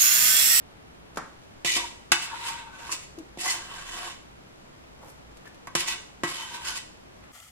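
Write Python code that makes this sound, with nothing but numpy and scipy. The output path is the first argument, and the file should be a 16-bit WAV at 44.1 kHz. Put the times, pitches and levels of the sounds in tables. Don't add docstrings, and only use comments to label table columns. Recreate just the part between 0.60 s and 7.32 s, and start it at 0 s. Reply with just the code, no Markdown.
import sys
import numpy as np
from scipy import signal
from scipy.fft import rfft, irfft
from scipy.io import wavfile
from scipy.ndimage import uniform_filter1d

SR = 44100
rng = np.random.default_rng(int(sys.argv[2]) if len(sys.argv) > 2 else 0)


def log_audio(samples):
    frames = np.atleast_2d(samples).T
    limited = np.clip(frames, -1, 1)
    pcm = np.round(limited * 32767).astype(np.int16)
    wavfile.write(sys.argv[1], SR, pcm)


N = 296352
T = np.arange(N) / SR
FREQ = np.maximum(np.arange(N // 2 + 1) * SR / N, 1)

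# pitch in Hz, width in Hz, height in dB over the shell response.
BOWL_MODES = [(159, 19, 19), (312, 3.3, 6), (345.4, 16, 19.5), (536, 34, 13.5), (702, 45, 15.5),
              (905, 54, 12.5), (1044, 98, 11.5), (1118, 79, 13.5), (1308, 19, 9), (1590, 166, 9.5),
              (1620, 40, 0), (1958, 25, 11), (2189, 40, 7), (2368, 21, 6.5), (2573, 23, 8), (2684, 54, 6.5),
              (3002, 51, 8), (3540, 69, 6), (3900, 60, 0.5), (4310, 54, 1), (5120, 110, -2),
              (5260, 100, -4), (6780, 430, -1), (7520, 460, -1)]
# frequency in Hz, response in dB.
SHELL_RESPONSE = [(50, -35.5), (120, -6), (220, -1), (430, -0.5), (620, -2.5), (1200, 1), (2600, 2),
                  (5000, 1), (8200, -1), (9500, -5), (12000, -9), (15000, -46)]
# frequency in Hz, gain of the side signal in dB.
BOWL_SIDE = [(150, -27), (400, -14), (1000, -5.5), (2000, 0.5), (4000, 4), (8000, 4.5), (12000, 11.5)]
# time in seconds, bite of the edge in dB, pressure on the wall in dB.
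BLADE_STROKES = [
    [(1.06, -33, -35), (1.106, -33, -44), (1.148, -35.5, -46), (1.166, -35.5, -40), (1.248, -54, -44),
     (1.278, -46.5, -51), (1.3, -57, -66)],
    [(1.6, -48, -58), (1.63, -38.5, -46), (1.655, -38.5, -40), (1.695, -50, -44.5), (1.74, -46.5, -38),
     (1.78, -46.5, -46), (1.888, -38, -39.5), (2.008, -52, -53), (2.1, -58, -50.5)],
    [(2.13, -56, -50), (2.282, -48, -45), (2.292, -50.5, -47), (2.326, -36.5, -40.5), (2.406, -57.5, -62),
     (2.44, -54, -71)],
    [(2.79, -43, -52), (2.815, -38.5, -45), (2.868, -37, -34), (2.908, -33.5, -39), (3.002, -52, -47.5),
     (3.13, -47, -44.5), (3.24, -48, -46.5), (3.276, -45, -46), (3.48, -43, -37.5), (3.52, -47.5, -52),
     (3.58, -59, -68)],
    [(5.18, -35.5, -52), (5.206, -34, -39), (5.256, -47.5, -40.5), (5.282, -35.5, -39.5), (5.334, -40, -40),
     (5.41, -61.5, -52.5)],
    [(5.68, -41, -50.5), (5.862, -44.5, -41.5), (5.9, -47.5, -53), (5.946, -42, -41.5), (5.99, -50.5, -51),
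     (6.086, -38, -38), (6.155, -43, -46), (6.174, -38, -43), (6.19, -43.5, -57), (6.26, -68, -76)],
]
# rumble in dB over the pressure, rasp in dB over the bite, hiss in dB over the bite.
STROKE_BALANCE = [(-4, -2, -5), (-12, -2, -5.5), (-4.5, -4.5, -0.5), (-7, -4.5, -3.5), (-11.5, -1.5, -5),
                  (-11, -3.5, -3)]
# pitch in Hz, width in Hz, height in dB.
STROKE_RESONANCES = [
    [(736, 56, 1), (1970, 50, 3), (2360, 130, 6), (2960, 90, 6.5), (3730, 400, 1.5)],
    [(940, 56, 10), (1420, 130, 6.5), (2670, 60, -5)],
    [(930, 74, 6), (1460, 130, 3), (2590, 310, 4)],
    [(760, 90, 2.5), (960, 110, 4.5), (1580, 72, 2.5), (1880, 150, 2), (2690, 43, -1), (3050, 140, 3.5)],
    [(738, 90, 6.5), (1540, 110, -2), (1950, 63, 2.5), (2600, 81, -4), (2905, 62, 6.5)],
    [(910, 230, 5), (1550, 90, 5.5), (2650, 75, -1), (3060, 210, 4.5)],
]
# start in seconds, thump in dB, body in dB, tick in dB, main pitch of the struck spot in Hz,
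# contact ring in seconds to fall 60 dB, boom in dB, favoured ring in Hz, ring in dB.
BOWL_KNOCKS = [(1.0471, -38.5, -61, -30, 2300, 0.15, -45, 2700, -45),
               (1.1647, -45, -38.5, -31.5, 1110, 0.26, -35.5, 2000, -32),
               (1.5178, -36.5, -22, -21.5, 1530, 0.094, -38, 2960, -21.5),
               (2.2922, -56, -43, -59, 950, 0.052, -61, 1020, -37),
               (2.7732, -44.5, -64, -54, 1130, 0.11, -44, 1020, -62),
               (5.071, -52, -39, -62, 1200, 0.047, -56, 1020, -48),
               (5.1514, -32.5, -30.5, -27, 1060, 0.15, -50, 2600, -38),
               (5.6348, -32.5, -29.5, -36, 1080, 0.34, -30, 1860, -25)]
# pitch in Hz, level in dB, seconds to fall 60 dB.
HOLLOW_BOOM = [(305.4, -2, 0.17), (358, 0.5, 0.11)]
# pitch in Hz, level in dB, seconds to fall 60 dB.
WALL_RING = [(1023, -4, 0.22), (1270, 0, 0.26), (1943, 0, 0.25), (2207, -7, 0.13), (2600, -3, 0.3),
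             (2751, -1, 0.15), (2972, -6, 0.22), (3580, -5, 0.17)]
# centre in seconds, length in seconds, mode in Hz, level in dB.
BLADE_JUDDERS = [(1.097, 0.0235, 1986, -32.5), (1.177, 0.018, 1058, -42), (1.206, 0.02, 964, -41.5),
                 (1.242, 0.02, 938, -41.5), (1.97, 0.11, 1533, -54.5), (2.17, 0.098, 1524, -54.5),
                 (2.224, 0.06, 919, -52), (2.862, 0.054, 737, -44), (2.891, 0.044, 1989, -37),
                 (3.418, 0.066, 732, -49.5), (4.874, 0.009, 1720, -48.5), (5.826, 0.05, 3054, -43.5),
                 (5.978, 0.087, 950, -45.5), (6.11, 0.071, 1500, -46)]
# time in seconds, pitch in Hz, level in dB.
HELD_NOTE = [(1.735, 925, -38.5), (1.765, 920, -45), (1.83, 925, -43.5), (1.868, 917, -46),
             (1.898, 913, -36.5), (1.97, 918, -45), (2.04, 930, -52), (2.08, 915, -48), (2.124, 921, -53)]
# frequency in Hz, relative level in dB per Hz.
SLAP_SPECTRUM = [(60, -33), (160, 1.5), (350, 0), (450, -5), (560, -1), (930, 0), (1250, 4.5), (2000, -6),
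                 (2800, -18), (7500, -25), (13000, -68)]
# fullest moment in seconds, pitch of the squelch in Hz, squelch in dB, crackle in dB.
DOUGH_SQUEEZES = [(4.44, 690, -47.5, -61.5), (4.495, 646, -59, -57), (4.868, 1500, -53.5, -67),
                  (6.644, 1460, -56, -84)]
# start in seconds, level in dB before the setting in dough().
SHORT_TICKS = [(0.545, -46), (0.559, -35.5), (0.5732, -23.5), (2.5865, -35), (4.77, -39), (4.857, -44),
               (4.875, -41.5), (4.9453, -43), (5.071, -32.5), (6.64, -49)]
# frequency in Hz, relative level in dB per Hz.
SNAP_SPECTRUM = [(500, 18), (2000, 2.5), (7000, 3), (12000, -4), (16000, -28)]
# frequency in Hz, relative level in dB per Hz.
AIR_SPECTRUM = [(20, 1.5), (33, -21), (52, 8.5), (75, 0.5), (110, 0.5), (170, -0.5), (400, -5.5),
                (800, -8.5), (1500, -14), (3000, -18.5), (6000, -28), (9500, -33.5), (12500, -34.5),
                (15000, -59)]
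# frequency in Hz, gain of the side signal in dB.
AIR_SIDE = [(60, -17), (110, -6), (200, 0), (380, 4.5), (700, 3.5), (1290, 5), (2380, 5), (4400, 5.5),
            (8120, 7), (15000, 13)]

LOW_HZ, RASP_HZ, HISS_HZ, TOP_HZ = 830, 1780, 4200, 15300
BRIGHTENING, ORDINARY_BITE_DB = 0.6, -41.5
RING_FALL_DB_PER_OCTAVE = 30
BOWL_LEAN = 0.086
GROAN_S, GROAN_LENGTH_S, GROAN_HZ, GROAN_SAG_HZ_PER_S, GROAN_DB = 2.579, 0.029, 343, 980, -37
SLAP_S, SLAP_DB = 0.5715, -24.5
SQUEEZE_RISE_S, SQUEEZE_T60 = 0.034, 0.22
SQUELCH_SPREAD = 1.62
SHUDDER_S, SHUDDER_LENGTH_S, SHUDDER_HZ, SHUDDER_DB = 3.3, 0.24, 31.7, -51
HUSH_DB = -53


def undb(db):
    return 10 ** (np.asarray(db) / 20)


def unit(x):
    return x / np.sqrt(np.mean(x[0] ** 2))


def spectrum(points):
    hz, db = np.transpose(points)
    return np.interp(np.log(FREQ), np.log(hz), db)


def peaks(modes):
    power = sum(undb(db) ** 2 / (1 + (2 * (FREQ - hz) / width) ** 2) for hz, width, db in modes)
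    return 10 * np.log10(1 + power)


def colour(x, db):
    n = x.shape[-1]
    log_gain = np.interp(np.arange(n // 2 + 1) * SR / n, FREQ, db) * np.log(10) / 20
    cepstrum = irfft(log_gain, n)
    cepstrum[1:n // 2] *= 2
    cepstrum[n // 2 + 1:] = 0
    return irfft(rfft(x) * np.exp(rfft(cepstrum)), n)


def widen(pair, width):
    return np.array([pair[0], colour(pair[1], spectrum(width))])


def band(x, lo_hz, hi_hz, order=4):
    edges = [lo_hz, min(hi_hz, SR / 2 - 100)]
    return signal.sosfilt(signal.butter(order, edges, "band", fs=SR, output="sos"), x)


def fade(t, t60):
    return np.exp(-np.log(1000) * t / t60)


def swell(centre_s, length_s):
    return np.exp(-2 * ((T - centre_s) / length_s) ** 2)


def envelope(s, db, onset_s=0.01, release_s=0.04):
    gate = np.interp(T, [s[0] - onset_s, s[0], s[-1], s[-1] + release_s], [0, 1, 1, 0])
    return undb(np.interp(T, s, db)) * gate


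def walk(rate):
    size = int(SR / rate)
    steps = np.repeat(rng.standard_normal(N // size + 1), size)
    smooth = uniform_filter1d(uniform_filter1d(steps, size), size)[:N]
    return smooth / smooth.std()


def slips(rate, spread_db):
    happens = rng.random(N) < rate / SR
    sizes = happens * undb(abs(spread_db) * np.clip(rng.standard_normal(N), -2, 2))
    return unit(sizes * rng.standard_normal((2, N)))


def tone(phase, side_db=-3, lead=0.62):
    return np.array([np.sin(phase), -undb(side_db) * np.cos(phase + lead)])


def bowl(push, contact=()):
    response = spectrum(SHELL_RESPONSE) + peaks(BOWL_MODES) + peaks(contact)
    return widen(colour(push, response), BOWL_SIDE)


def patchy(steel, lo_hz, hi_hz, patchy_db=1.2, count=5):
    edges = np.geomspace(lo_hz, hi_hz, count + 1)
    whole = rfft(steel)
    groups = (irfft(whole * ((FREQ >= lo) & (FREQ < hi)), N) for lo, hi in zip(edges, edges[1:]))
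    return unit(sum(group * undb(patchy_db * walk(rate=45)) for group in groups))


def scraping(press_db=-5.5, grip_db=1.0, catch_db=1.0):
    unevenness = undb(grip_db * walk(rate=130) + catch_db * walk(rate=40))
    steel = bowl(slips(rate=7000, spread_db=-1.5) * unevenness)
    rumble = unit(band(steel, 245, LOW_HZ))
    body = patchy(steel, LOW_HZ, RASP_HZ, count=3)
    rasp = patchy(steel, RASP_HZ, HISS_HZ)
    hiss = patchy(steel, HISS_HZ, TOP_HZ)
    out = np.zeros((2, N))
    for rows, balance, modes in zip(BLADE_STROKES, STROKE_BALANCE, STROKE_RESONANCES):
        s, bite, pressure = np.transpose(rows)
        rumble_db, rasp_db, hiss_db = balance
        bright = hiss_db + BRIGHTENING * (bite - ORDINARY_BITE_DB)
        stroke = (body + undb(rumble_db) * rumble) * envelope(s, pressure + press_db)
        stroke += rasp * envelope(s, bite + rasp_db)
        stroke += hiss * envelope(s, bite + bright)
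        out += colour(stroke, peaks(modes))
    return out


def ring(favoured_hz):
    t = T[:SR]
    out = np.zeros((2, SR))
    for hz, db, t60 in WALL_RING:
        octaves_away = abs(np.log2(hz / favoured_hz))
        gain = undb(db - RING_FALL_DB_PER_OCTAVE * octaves_away)
        out += gain * fade(t, t60) * tone(2 * np.pi * hz * t)
    return out


def knocks(thump_db=0, body_db=-3, tick_db=-3, spot_db=5, buzz_db=-19, buzz_t60=0.46,
           crack_db=2, crack_t60=0.056, thump_t60=0.0022, size=1323):
    out, t = np.zeros((2, N)), T[:SR]
    shove = fade(t, thump_t60) * np.cos(2 * np.pi * 210 * t) * np.ones((2, 1))
    whole = band(bowl(shove), 98, LOW_HZ)
    hollow = sum(undb(db) * tone(2 * np.pi * hz * t, side_db=-19) * fade(t, t60)
                 for hz, db, t60 in HOLLOW_BOOM)
    for s, thump, body, tick, spot_hz, t60, boom, ring_hz, ring_db in BOWL_KNOCKS:
        contact = undb(crack_db) * fade(t, crack_t60) + fade(t, t60) + undb(buzz_db) * fade(t, buzz_t60)
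        wall = bowl(contact * rng.standard_normal((2, SR)), [(spot_hz, spot_hz / 2, spot_db)])
        parts = [(whole, thump + thump_db),
                 (band(wall, 740, 2200), body + body_db),
                 (band(wall, 2200, TOP_HZ), tick + tick_db)]
        hit = sum(undb(db) * x / np.std(x[0, :size]) for x, db in parts)
        hit = hit + undb(boom) * hollow + undb(ring_db) * ring(ring_hz)
        start = int(s * SR)
        out[:, start:start + SR] += hit[:, :N - start]
    return out


def judder(level_db=0, flutter_db=3.0, wander_hz=30, wander_at_hz=950):
    out = np.zeros((2, N))
    drift = wander_hz * walk(rate=400)
    flutter = undb(flutter_db * walk(rate=110))
    for s, length, hz, db in BLADE_JUDDERS:
        near = np.abs(T - s) < 2 * length
        pitch = hz + drift[near] * np.sqrt(hz / wander_at_hz)
        note = unit(tone(2 * np.pi * np.cumsum(pitch) / SR))
        out[:, near] += note * undb(db + level_db) * swell(s, length)[near]
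    return out * flutter


def sing(flutter_db=2.8, wander_hz=27):
    s, hz, db = np.transpose(HELD_NOTE)
    pitch = np.interp(T, s, hz) + wander_hz * walk(rate=380)
    note = unit(tone(2 * np.pi * np.cumsum(pitch) / SR))
    return note * envelope(s, db, onset_s=0.01, release_s=0.017) * undb(flutter_db * walk(rate=90))


def groan(overtone_db=-22, side_db=-14, throb_db=3, throb_hz=45):
    age = np.clip(T - GROAN_S, 0, GROAN_LENGTH_S)
    phase = 2 * np.pi * np.cumsum(GROAN_HZ - GROAN_SAG_HZ_PER_S * age) / SR
    ends = [GROAN_S, GROAN_S + GROAN_LENGTH_S]
    rub = envelope(ends, [GROAN_DB, GROAN_DB], onset_s=0.0011, release_s=0.011)
    throb = undb(throb_db * np.sin(2 * np.pi * throb_hz * age))
    note = (np.sin(phase) + undb(overtone_db) * np.sin(2 * phase)) * rub * throb
    return np.array([note, undb(side_db) * note])


def slap(smack_t60=0.015, settle_db=-8, settle_t60=0.26, side_db=-5):
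    age = T - SLAP_S
    smack = fade(np.abs(age), smack_t60)
    settle = undb(settle_db) * fade(np.abs(age), settle_t60)
    force = (age >= 0) * (smack + settle)
    response = spectrum(SLAP_SPECTRUM)
    thud = colour(force * rng.standard_normal((2, N)), response) / np.sqrt(np.mean(undb(response) ** 2))
    return undb(SLAP_DB) * thud * np.array([[1], [undb(side_db)]])


def dough(squelch_db=-2, crackle_db=-4, snap_db=-9, snap_t60=0.052, cling_db=-75):
    pops = slips(rate=1900, spread_db=2.5)
    crackle = unit(band(slips(rate=3400, spread_db=-3), 4100, 12500, order=3))
    squeezes = np.zeros((2, N))
    for s, hz, wet, fine in DOUGH_SQUEEZES:
        squelch = unit(band(pops, hz / SQUELCH_SPREAD, hz * SQUELCH_SPREAD, order=2))
        press = np.where(T < s, swell(s, SQUEEZE_RISE_S), fade(np.abs(T - s), SQUEEZE_T60))
        squeezes += (undb(wet + squelch_db) * squelch + undb(fine + crackle_db) * crackle) * press
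    cling = unit(band(slips(rate=8600, spread_db=11), 4200, 7900)) * undb(cling_db) * (T > SLAP_S)
    bursts = sum(undb(db + snap_db) * (T >= s) * fade(np.abs(T - s), snap_t60) for s, db in SHORT_TICKS)
    snaps = unit(colour(rng.standard_normal((2, N)), spectrum(SNAP_SPECTRUM))) * bursts
    return widen(squeezes + cling + snaps, BOWL_SIDE)


def shudder(wander_hz=4):
    pitch = SHUDDER_HZ + wander_hz * walk(rate=23)
    rumble = np.sin(2 * np.pi * np.cumsum(pitch) / SR)
    return np.array([rumble * undb(SHUDDER_DB) * swell(SHUDDER_S, SHUDDER_LENGTH_S), np.zeros(N)])


def kitchen(pair, wet_db=-7, middle_t60=0.49, high_t60=0.51, gap_s=0.0021, bass_db=-4, bass_t60=0.37):
    t = T[:SR]
    bass, middle, treble = rng.standard_normal((3, 2, SR))
    tail = undb(bass_db) * band(bass, 89, 520, order=2) * fade(t, bass_t60)
    tail += band(middle, 435, 4170, order=2) * fade(t, middle_t60)
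    tail += band(treble, 3700, 9800, order=2) * fade(t, high_t60)
    tail *= np.clip(t / gap_s - 1, 0, 1)
    tail /= np.sqrt(np.mean(np.abs(rfft(tail))[:, 500:4000] ** 2))
    return pair + undb(wet_db) * signal.fftconvolve(pair, tail, axes=1)[:, :N]


def hush(level_db=0):
    air = widen(colour(rng.standard_normal((2, N)), spectrum(AIR_SPECTRUM)), AIR_SIDE)
    return unit(air) * undb(HUSH_DB + level_db)


def scene():
    steel = knocks() + scraping() + judder()
    steel = steel - BOWL_LEAN * steel[::-1]
    in_room = kitchen(slap() + steel + groan() + dough())
    mid, side = in_room + sing() + shudder() + hush()
    return np.array([mid + side, mid - side])


def record(dry, balance_db=0.1):
    tilted = dry * undb(np.array([[balance_db], [-balance_db]]) / 2)
    low_pass = signal.ellip(8, .2, 70, TOP_HZ, fs=SR, output="sos")
    return signal.sosfilt(low_pass, np.clip(tilted, -1, 1))


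dry = scene()
out = record(dry)
log_audio(out)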